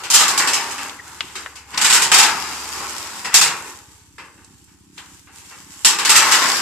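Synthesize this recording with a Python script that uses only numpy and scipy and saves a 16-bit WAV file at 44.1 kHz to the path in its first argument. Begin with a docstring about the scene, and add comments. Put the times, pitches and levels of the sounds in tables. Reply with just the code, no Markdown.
"""A rusty corrugated sheet is dragged off a low roof, outdoors, a few metres away.
From the start it grates over the rafters and sheds hissing rust (random slips ring the sheet, grit is
filtered noise), while two small engines run far off (filtered firing pulses). At once it also slaps and
buckles in bright crashes (noise modes, the high ones dying first). From 0.9 s sticks knock under it
(cracks through a resonance) and an edge squeaks once on a nail (an unsteady tone). Big crashes and a hard pull end it."""
import sys
import numpy as np
from scipy import signal
from scipy.fft import rfft, irfft
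from scipy.io import wavfile
from scipy.ndimage import uniform_filter1d

SR = 44100
rng = np.random.default_rng(int(sys.argv[2]) if len(sys.argv) > 2 else 0)


def digitize_waveform(pressure):
    """Quantize a signal to 16-bit integers and store it at the path in sys.argv[1].

    Rows of a 2-D input are taken as channels; values are limited to [-1, 1].
    """
    field = np.atleast_2d(pressure).T
    bounded = np.clip(field, -1, 1)
    quanta = np.round(bounded * 32767).astype(np.int16)
    wavfile.write(sys.argv[1], SR, quanta)


N = 291744
TIME = np.arange(N) / SR


def amp(db):
    """Decibels to gain."""
    return 10 ** (np.asarray(db) / 20)


def to_db(power):
    """Power to decibels, safe for silence."""
    return 10 * np.log10(abs(power) + 1e-12)


def read(points, hz):
    """A table read on a log-frequency axis."""
    f, value = np.transpose(points)
    return np.interp(np.log(hz + 1), np.log(f + 1), value)


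def follow(rows):
    """The columns of a curve table, sample by sample."""
    s, *columns = np.transpose(rows)
    return [np.interp(TIME, s, c) for c in columns]


def evened(x):
    """Scales to rms 1."""
    return x / np.sqrt(np.mean(x ** 2) + 1e-20)


def smooth_noise(count, width):
    """Slow random drift of rms 1: noise averaged over a width in samples."""
    return evened(uniform_filter1d(rng.standard_normal(count), width))


def add(mix, s, sound):
    """Mixes a stereo sound in at time s."""
    part = mix[:, max(round(s * SR), 0):][:, :sound.shape[1]]
    part += sound[:, :part.shape[1]]


def colour(x, points, size=4096):
    """Causal (minimum-phase) filter with the given spectrum."""
    log_gain = np.log(amp(read(points, abs(np.fft.fftfreq(size, 1 / SR)))))
    taps = np.fft.ifft(np.exp(signal.hilbert(log_gain).conj())).real
    return signal.oaconvolve(x, taps[None], axes=1)[:, :x.shape[1]]


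# how alike the two microphones hear each pitch: freq_hz, likeness (0-1)
MIC_LIKENESS = [(50, 1), (350, .94), (1100, 0.85), (1700, 0.69), (2250, 0.37), (2600, 0.72), (3300, 0.18),
                (5000, .03), (14000, 0.04)]


def pair(z, hz):
    """Two unrelated spectra become what two close microphones hear."""
    same = np.clip(read(MIC_LIKENESS, hz), -1, 1)
    return np.array([z[0], same * z[0] + np.sqrt(1 - same ** 2) * z[1]])


# how long the sheet rings: freq_hz, t60_s
RING_TIMES = [(100, 0.78), (400, 0.89), (1200, 0.69), (3500, 0.33), (7500, 0.29), (13000, 0.26)]


def ring(treble_db, bass_db, chatter_s=0, uneven_db=1.8, bass_hz=1000, body_hz=1900, bright_hz=6500,
         size=512, count=320):
    """One blow on the sheet: countless close modes, the high ones dying first."""
    hz = np.fft.rfftfreq(size, 1 / SR)
    t = np.arange(count)[:, None] * size / 4 / SR
    shape = (2, count, len(hz))
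    z = pair(rng.standard_normal(shape) + 1j * rng.standard_normal(shape), hz)
    spot = rng.standard_normal(len(hz))  # each spot favours other modes
    tilt_db = read([(bass_hz, bass_db), (body_hz, 0), (bright_hz, treble_db)], hz)
    fade_db = 60 * np.maximum(t - chatter_s, 0) / read(RING_TIMES, hz)
    z *= amp(tilt_db + uneven_db * spot - fade_db)
    blow = signal.istft(z, nperseg=size, noverlap=size * 3 // 4, time_axis=1, freq_axis=2)[1]
    return blow / np.sqrt(size)


# how the sheet radiates, weak below 750 Hz because of its ribs: freq_hz, gain_db
SHEET_SPECTRUM = [(40, -31.5), (150, -12), (300, -4.5), (440, -6), (560, -12), (690, -12.5), (800, -1),
                  (1080, 1.5), (1500, 0), (2200, 1.5), (2650, 1.5), (3600, 1), (5200, 1), (14000, -2)]
# single modes set apart from the dense ring: freq_hz, width_hz, gain_db
SHEET_MODES = [(909, 7.7, 6), (1200, 13, -1.5), (1494, 34, 3.5), (1720, 13, 3.5), (1955, 28, 1),
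               (2680, 36, 4.5), (3000, 18, 2.5), (5000, 210, 3)]


def radiate(x):
    """The ribbed sheet's spectrum and its distinct modes."""
    x = colour(x, SHEET_SPECTRUM)
    for hz, width, db in SHEET_MODES:
        mode = signal.lfilter(*signal.iirpeak(hz, hz / width, SR), x)
        x = x + (amp(db) - 1) * mode
    return x


# pulls that slide the sheet over the rafters: start_s, length_s, grating_db (metal on wood), hiss_db (rust);
# both levels are before the sag within a pull and the trims in drag()
RAFTER_PULLS = [(-.08, 0.074, -29.5, -38), (0.133, 0.56, -24, -27.5), (0.735, 0.14, -34, -33),
                (1.002, 0.47, -43, -38.5), (1.647, 0.15, -42, -41.5), (1.838, 0.12, -39, -29),
                (2.15, 0.6, -29.5, -27.5), (2.695, 0.52, -33, -29.5), (3.444, 0.26, -40, -34),
                (3.823, 0.21, -59.5, -49), (4.19, 0.54, -75, -53), (4.904, 0.28, -66.5, -45),
                (5.296, 0.57, -53.5, -41), (5.65, 0.35, -54, -40), (6.12, 0.46, -20, -18.5)]
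# steady faint background under the pulls, mostly airy hiss, before the same trims: grating_db, hiss_db
BACKGROUND_LEVELS = (-70, -54.5)


def pulling(rise_s=.08, grate_sag_db_per_s=11.5, hiss_sag_db_per_s=6, stop_db_per_s=82):
    """Levels in dB of grating and hiss: each pull takes hold, eases off and slides to rest."""
    power = amp(BACKGROUND_LEVELS)[:, None] ** 2 * np.ones(N)
    for start, length, grate_db, hiss_db in RAFTER_PULLS:
        t = np.maximum(TIME - start, 0)
        slide = np.minimum(t / rise_s, 1) * amp(-stop_db_per_s * np.maximum(t - length, 0))
        easing_db = [grate_db - grate_sag_db_per_s * t, hiss_db - hiss_sag_db_per_s * t]
        power += (slide * amp(easing_db)) ** 2
    return to_db(power)


def grains(per_s, spread_db):
    """Random tiny slips, a few of them large."""
    size = amp(spread_db * np.minimum(rng.exponential(1, (2, N)), 4))
    return size * rng.choice([-1, 1], (2, N)) * (rng.random((2, N)) < per_s / SR)


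# the band of the rust: freq_hz, gain_db
RUST_BAND = [(600, -30), (1500, -6.5), (3000, -5), (4200, -6.5), (6300, -3.5), (7600, -5), (10000, -3),
             (14000, -2.5)]


def drag(grate_trim_db=1, grate_treble_db=-14, grate_bass_db=4.5, grit_db=-10, catch_db=0.8,
         screech_hz=5200, screech_db=-9, press=2.3, firm_db=-28):
    """Slips on the rafters keep the sheet ringing; rust flakes hiss, and screech when pressed hard."""
    grating_db, hissing_db = pulling()
    metal = np.zeros((1, N))
    for _ in range(8):  # eight contact spots, each with its own ring
        slips = grains(150, 3.25)[:1]
        metal = metal + signal.oaconvolve(slips, ring(grate_treble_db, grate_bass_db), axes=1)[:, :N]
    grit = evened(grains(6000, 3.0)) + amp(grit_db) * evened(grains(200, 9.2))
    catching_db = catch_db * smooth_noise(N, 1200)  # the edge catches and frees
    screech = evened(signal.lfilter(*signal.iirpeak(screech_hz, 5, SR), grit))
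    # below the firm level the screech falls faster than the hiss
    screech_gain = amp(screech_db + press * np.minimum(hissing_db - firm_db, 0))
    rust = evened(colour(grit, RUST_BAND)) + screech_gain * screech
    return amp(grating_db + grate_trim_db) * evened(radiate(metal)) + amp(hissing_db + catching_db) * rust


def firings(rate, rough):
    """One click per firing, of uneven strength."""
    clicks = np.diff(np.floor(np.cumsum(rate) / SR), prepend=0)
    return clicks * (1 + rough * rng.standard_normal(N))


# far engine, under load and then dropping to idle: time_s, rate_firings_per_s, thump_db, drone_db
FAR_ENGINE = [(0, 20, -55.5, -66.5), (2.0, 16.8, -60, -56), (2.87, 17.9, -56, -54), (3.15, 14.3, -57, -72),
              (6.62, 16.5, -59, -76)]
# spectrum of its thump: freq_hz, gain_db
THUMP_SPECTRUM = [(25, -18), (45, -24), (62, -3), (100, 0.5), (150, -11), (260, -25), (500, -70.5)]


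def engine(rough=0.19, scatter_db=-5):
    """A far single cylinder: a thump each firing and a drone at four times the firing rate."""
    rate, thump_db, drone_db = follow(FAR_ENGINE)
    scattered = evened(firings(rate, rough)) + amp(scatter_db) * rng.standard_normal((2, N))
    drone = np.sin(2 * np.pi * 4 * np.cumsum(rate) / SR)
    return amp(drone_db) * evened(drone) - amp(thump_db) * evened(colour(scattered, THUMP_SPECTRUM))


# a second, faster motor farther off: time_s, rate_firings_per_s, level_db
FAR_MOTOR = [(0, 28, -68), (4.1, 31.4, -61), (4.5, 33.8, -57), (5.3, 31, -56.5), (6.62, 30.6, -50)]
# spectrum of its buzz: freq_hz, gain_db
BUZZ_SPECTRUM = [(70, -26), (130, -6.5), (220, -1.5), (330, -1.5), (390, -6), (480, -44), (900, -56)]


def motor(rough=0.49, echo_db=-1, echo_s=0.019, scatter_db=-2):
    """Echoes from walls and trees smear the faster motor's firings into a low buzz."""
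    rate, level_db = follow(FAR_MOTOR)
    pulses = evened(firings(rate, rough))
    t = np.arange(SR // 8) / SR
    echo_tail = rng.standard_normal(len(t)) * np.exp(-t / echo_s)
    echoes = evened(signal.oaconvolve(pulses, echo_tail)[:N])
    smeared = amp(echo_db) * echoes - pulses + amp(scatter_db) * rng.standard_normal((2, N))
    return amp(level_db) * evened(colour(smeared, BUZZ_SPECTRUM))


# the sheet slaps the frame: start_s, body_db, treble_db (over body); levels before the trims in buckles()
FRAME_SLAPS = [(.035, -32.5, -1.5), (.101, -26, 10.5), (.28, -26, 7), (.376, -25.5, 10), (.473, -23, 2),
               (.533, -26.5, 6.5), (.78, -31.5, -5.5), (1.353, -33, -1.5), (1.555, -44, 2.5),
               (1.774, -22.5, -3), (1.813, -23.5, 5), (1.844, -17.5, 2.5), (1.899, -19, 3),
               (1.926, -19.5, 7), (2.018, -22.5, 6), (2.1158, -12.5, -1), (3.245, -25.5, -6),
               (3.341, -15.5, 10), (3.411, -18.5, 6), (4.181, -37, -12), (4.376, -48, -30),
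               (4.675, -58, -20), (4.976, -42, -4.5), (5.27, -47.5, -16), (5.509, -41.5, -16),
               (5.847, -18, 10.5), (5.986, -23, -0.5), (6.049, -21, 3.5), (6.0936, -15.5, 6.5)]
# the sheet buckles, rib after rib: start_s, body_db, treble_db (over body), length_s; same trims
RIB_BUCKLES = [(0.129, -17, 10, .028), (0.192, -17.5, 2, .021), (0.394, -17.5, -24, .012),
               (0.706, -36.5, 5.5, 0.0079), (1.724, -30, -15, 0.026), (1.944, -20, 5, .009),
               (2.136, -16, 5.5, .012), (2.175, -14.5, 5.5, .018), (2.226, -18, -.5, .009),
               (3.32, -25.5, -9.5, 0.025), (6.149, -13, 4.5, .018), (6.31, -15, 1, .017),
               (6.415, -18, -12, .011)]


def blows(slap_rise_s=0.0014, slap_hold_s=0.012, dull_db=25, swell=.7):
    """Slaps and buckles as (s, body dB, treble dB, rise s, chatter s); brighter slaps start sharper."""
    found = []
    for s, db, bright_db in FRAME_SLAPS:
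        rise_s = slap_rise_s * 2 ** (-bright_db / dull_db)  # dull_db less treble doubles the rise
        found.append((s, db, bright_db, rise_s, slap_hold_s))
    for s, db, bright_db, length in RIB_BUCKLES:
        found.append((s, db, bright_db, swell * length, length))  # builds up over a share of its length
    return found


def buckles(level_trim_db=14, treble_trim_db=-5, snap=0.15, snap_s=0.0013, rattle=0.059,
            bass_db=-1, bass_per_db=-0.005, medium_db=-20.5):
    """Each blow snaps or swells, chatters against the frame and rings out in the sheet."""
    out = np.zeros((2, N))
    for s, db, bright_db, rise_s, chatter_s in blows():
        lean_db = bass_db + bass_per_db * (db - medium_db)  # harder blows have less bass
        blow = ring(bright_db + treble_trim_db, lean_db, chatter_s)
        t = np.arange(blow.shape[1]) / SR
        onset = np.minimum(t / rise_s, 1) * (1 + snap * np.exp(-t / snap_s))
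        add(out, s, amp(db + level_trim_db) * blow * onset)
    contact = smooth_noise(N, 100)  # loose edges touch and part
    return radiate(out * np.exp(rattle * contact))


def saturate_bass(x, knee_db=-47, give=0.38, bass_hz=560):
    """The long, low modes stiffen as they swing, so they grow less than the rest in a crash."""
    hz = np.fft.rfftfreq(N, 1 / SR)
    bass = irfft(rfft(x) / (1 + (hz / bass_hz) ** 8), N)
    swing_db = to_db(uniform_filter1d((bass ** 2).mean(0), 2000))
    return x + bass * (amp(-give * np.maximum(swing_db - knee_db, 0)) - 1)


def flex(x, depth_db, size=2048):
    """As the sheet bends, narrow resonances swell and fade all over its spectrum."""
    z = signal.stft(x, nperseg=size)[2]
    drift = uniform_filter1d(rng.standard_normal(z.shape[:0:-1]), 12, axis=0)  # along time
    for _ in range(2):
        drift = uniform_filter1d(drift, 3, axis=1)  # along frequency
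    gain = evened(amp(depth_db * evened(drift)))
    # minimum phase: resonances only ring after the blow
    response = signal.hilbert(np.log(np.hstack([gain, gain[:, -2:0:-1]]))).conj()
    return signal.istft(z * np.exp(response[:, :gain.shape[1]]).T, nperseg=size)[1][:, :N]


# dry knocks and ticks of the wooden frame: start_s, level_db (before trim and pitch scaling), pitch_hz, t60_s
FRAME_KNOCKS = [(.896, -30, 3400, 0.025), (1.2072, -18, 2700, 0.024), (1.24, -35.5, 296, 0.038),
                (1.461, -27, 1700, 0.039), (1.745, -30.5, 4460, .025), (1.778, -18.5, 4900, 0.027),
                (2.807, -36, 334, 0.057), (4.4457, -47, 8190, .05), (4.643, -51, 10800, 0.049),
                (4.98, -37.5, 3000, 0.11), (6.416, -26, 1710, 0.016)]


def knocks(level_trim_db=4.0, crack=5, yard_db=-24, yard_t60_s=1.0, skirt_db=-21):
    """A sharp woody crack and a short ring, with a faint answer from the yard."""
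    out = np.zeros((2, N))
    t = np.arange(SR // 3) / SR
    for s, db, hz, t60 in FRAME_KNOCKS:
        spectrum = rfft(rng.standard_normal((2, len(t))))
        noise = irfft(pair(spectrum, np.fft.rfftfreq(len(t), 1 / SR)))
        decay = amp(-60 * t / t60) + amp(yard_db - 60 * t / yard_t60_s)
        blow = crack * (t == 0) + noise * decay
        resonance = [(hz / 6, skirt_db), (hz * 0.69, -2), (hz * 1.16, 0), (hz * 2.44, skirt_db), (hz * 5, -45)]
        # the square root offsets the narrower band of low knocks
        add(out, s, amp(db + level_trim_db) * np.sqrt(SR / 2 / hz) * colour(blow, resonance))
    return out


# an edge squeaks on a nail: start_s, level_db, pitch_hz (mid-glide), length_s (before the tail)
NAIL_SQUEAKS = [(0.989, -33.5, 1920, 0.019)]


def squeaks(glide=0.04, jitter=0.048, tail_db=-13, tail_t60_s=0.3):
    """A brief, unsteady, slightly falling stick-slip tone that lingers in the sheet."""
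    out = np.zeros((2, N))
    t = np.arange(SR // 8) / SR
    for s, db, hz, length in NAIL_SQUEAKS:
        u = np.minimum(t / length, 1)
        slip = jitter * smooth_noise(len(t), 60)
        tone = np.sin(2 * np.pi * np.cumsum(hz * (1 + glide * (.5 - u) + slip)) / SR)
        swell = np.sqrt(abs(np.sin(np.pi * u)))
        tail = u * amp(tail_db - 60 * t / tail_t60_s)
        add(out, s, amp(db) * np.ones((2, 1)) * tone * (swell + tail))
    return out


def scene():
    """The sheet, the frame under it and the far engines."""
    sheet = flex(saturate_bass(buckles() + drag()), depth_db=1.68)
    return sheet + knocks() + squeaks() + engine() + motor()


# colour of the microphone pair: freq_hz, gain_db
MIC_COLOUR = [(4000, 1), (6400, 3), (7600, 6.5), (8300, 1.5), (9300, -3), (11300, -6), (12500, -7.5),
              (14200, -12)]
# left over right: freq_hz, difference_db
LEFT_OVER_RIGHT = [(400, -1), (900, 1), (2000, 2.5), (2600, 1.8), (3200, 4.5), (5400, 6.5), (6200, -0.5),
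                   (6700, -2), (7600, -9.5), (8800, -6.5), (10000, 0), (12000, 4.5)]


def record(dry, limit_db=-10, squeeze=0.27, recovery_db_per_s=90, ceiling=0.94, edge_hz=14300):
    """Microphone colour, a limiter on the crashes, clipping and the band limit."""
    hz = np.fft.rfftfreq(N, 1 / SR)
    side_gain = amp(read(LEFT_OVER_RIGHT, hz) * np.array([[.5], [-.5]]))
    x = irfft(rfft(colour(dry, MIC_COLOUR)) * side_gain, N)
    power_db = to_db(uniform_filter1d((x ** 2).mean(0), 200))
    recovery_db = TIME * recovery_db_per_s
    held_db = np.maximum.accumulate(power_db + recovery_db) - recovery_db  # peaks held, then released
    over_db = np.maximum(held_db - limit_db, 0)
    x = np.clip(x * amp(-squeeze * uniform_filter1d(over_db, 100)), -ceiling, ceiling)
    lowpass = signal.firwin(511, edge_hz, window=("kaiser", 8), fs=SR)
    return signal.oaconvolve(x, lowpass[None], "same", axes=1)


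dry = scene()
out = record(dry)
digitize_waveform(out)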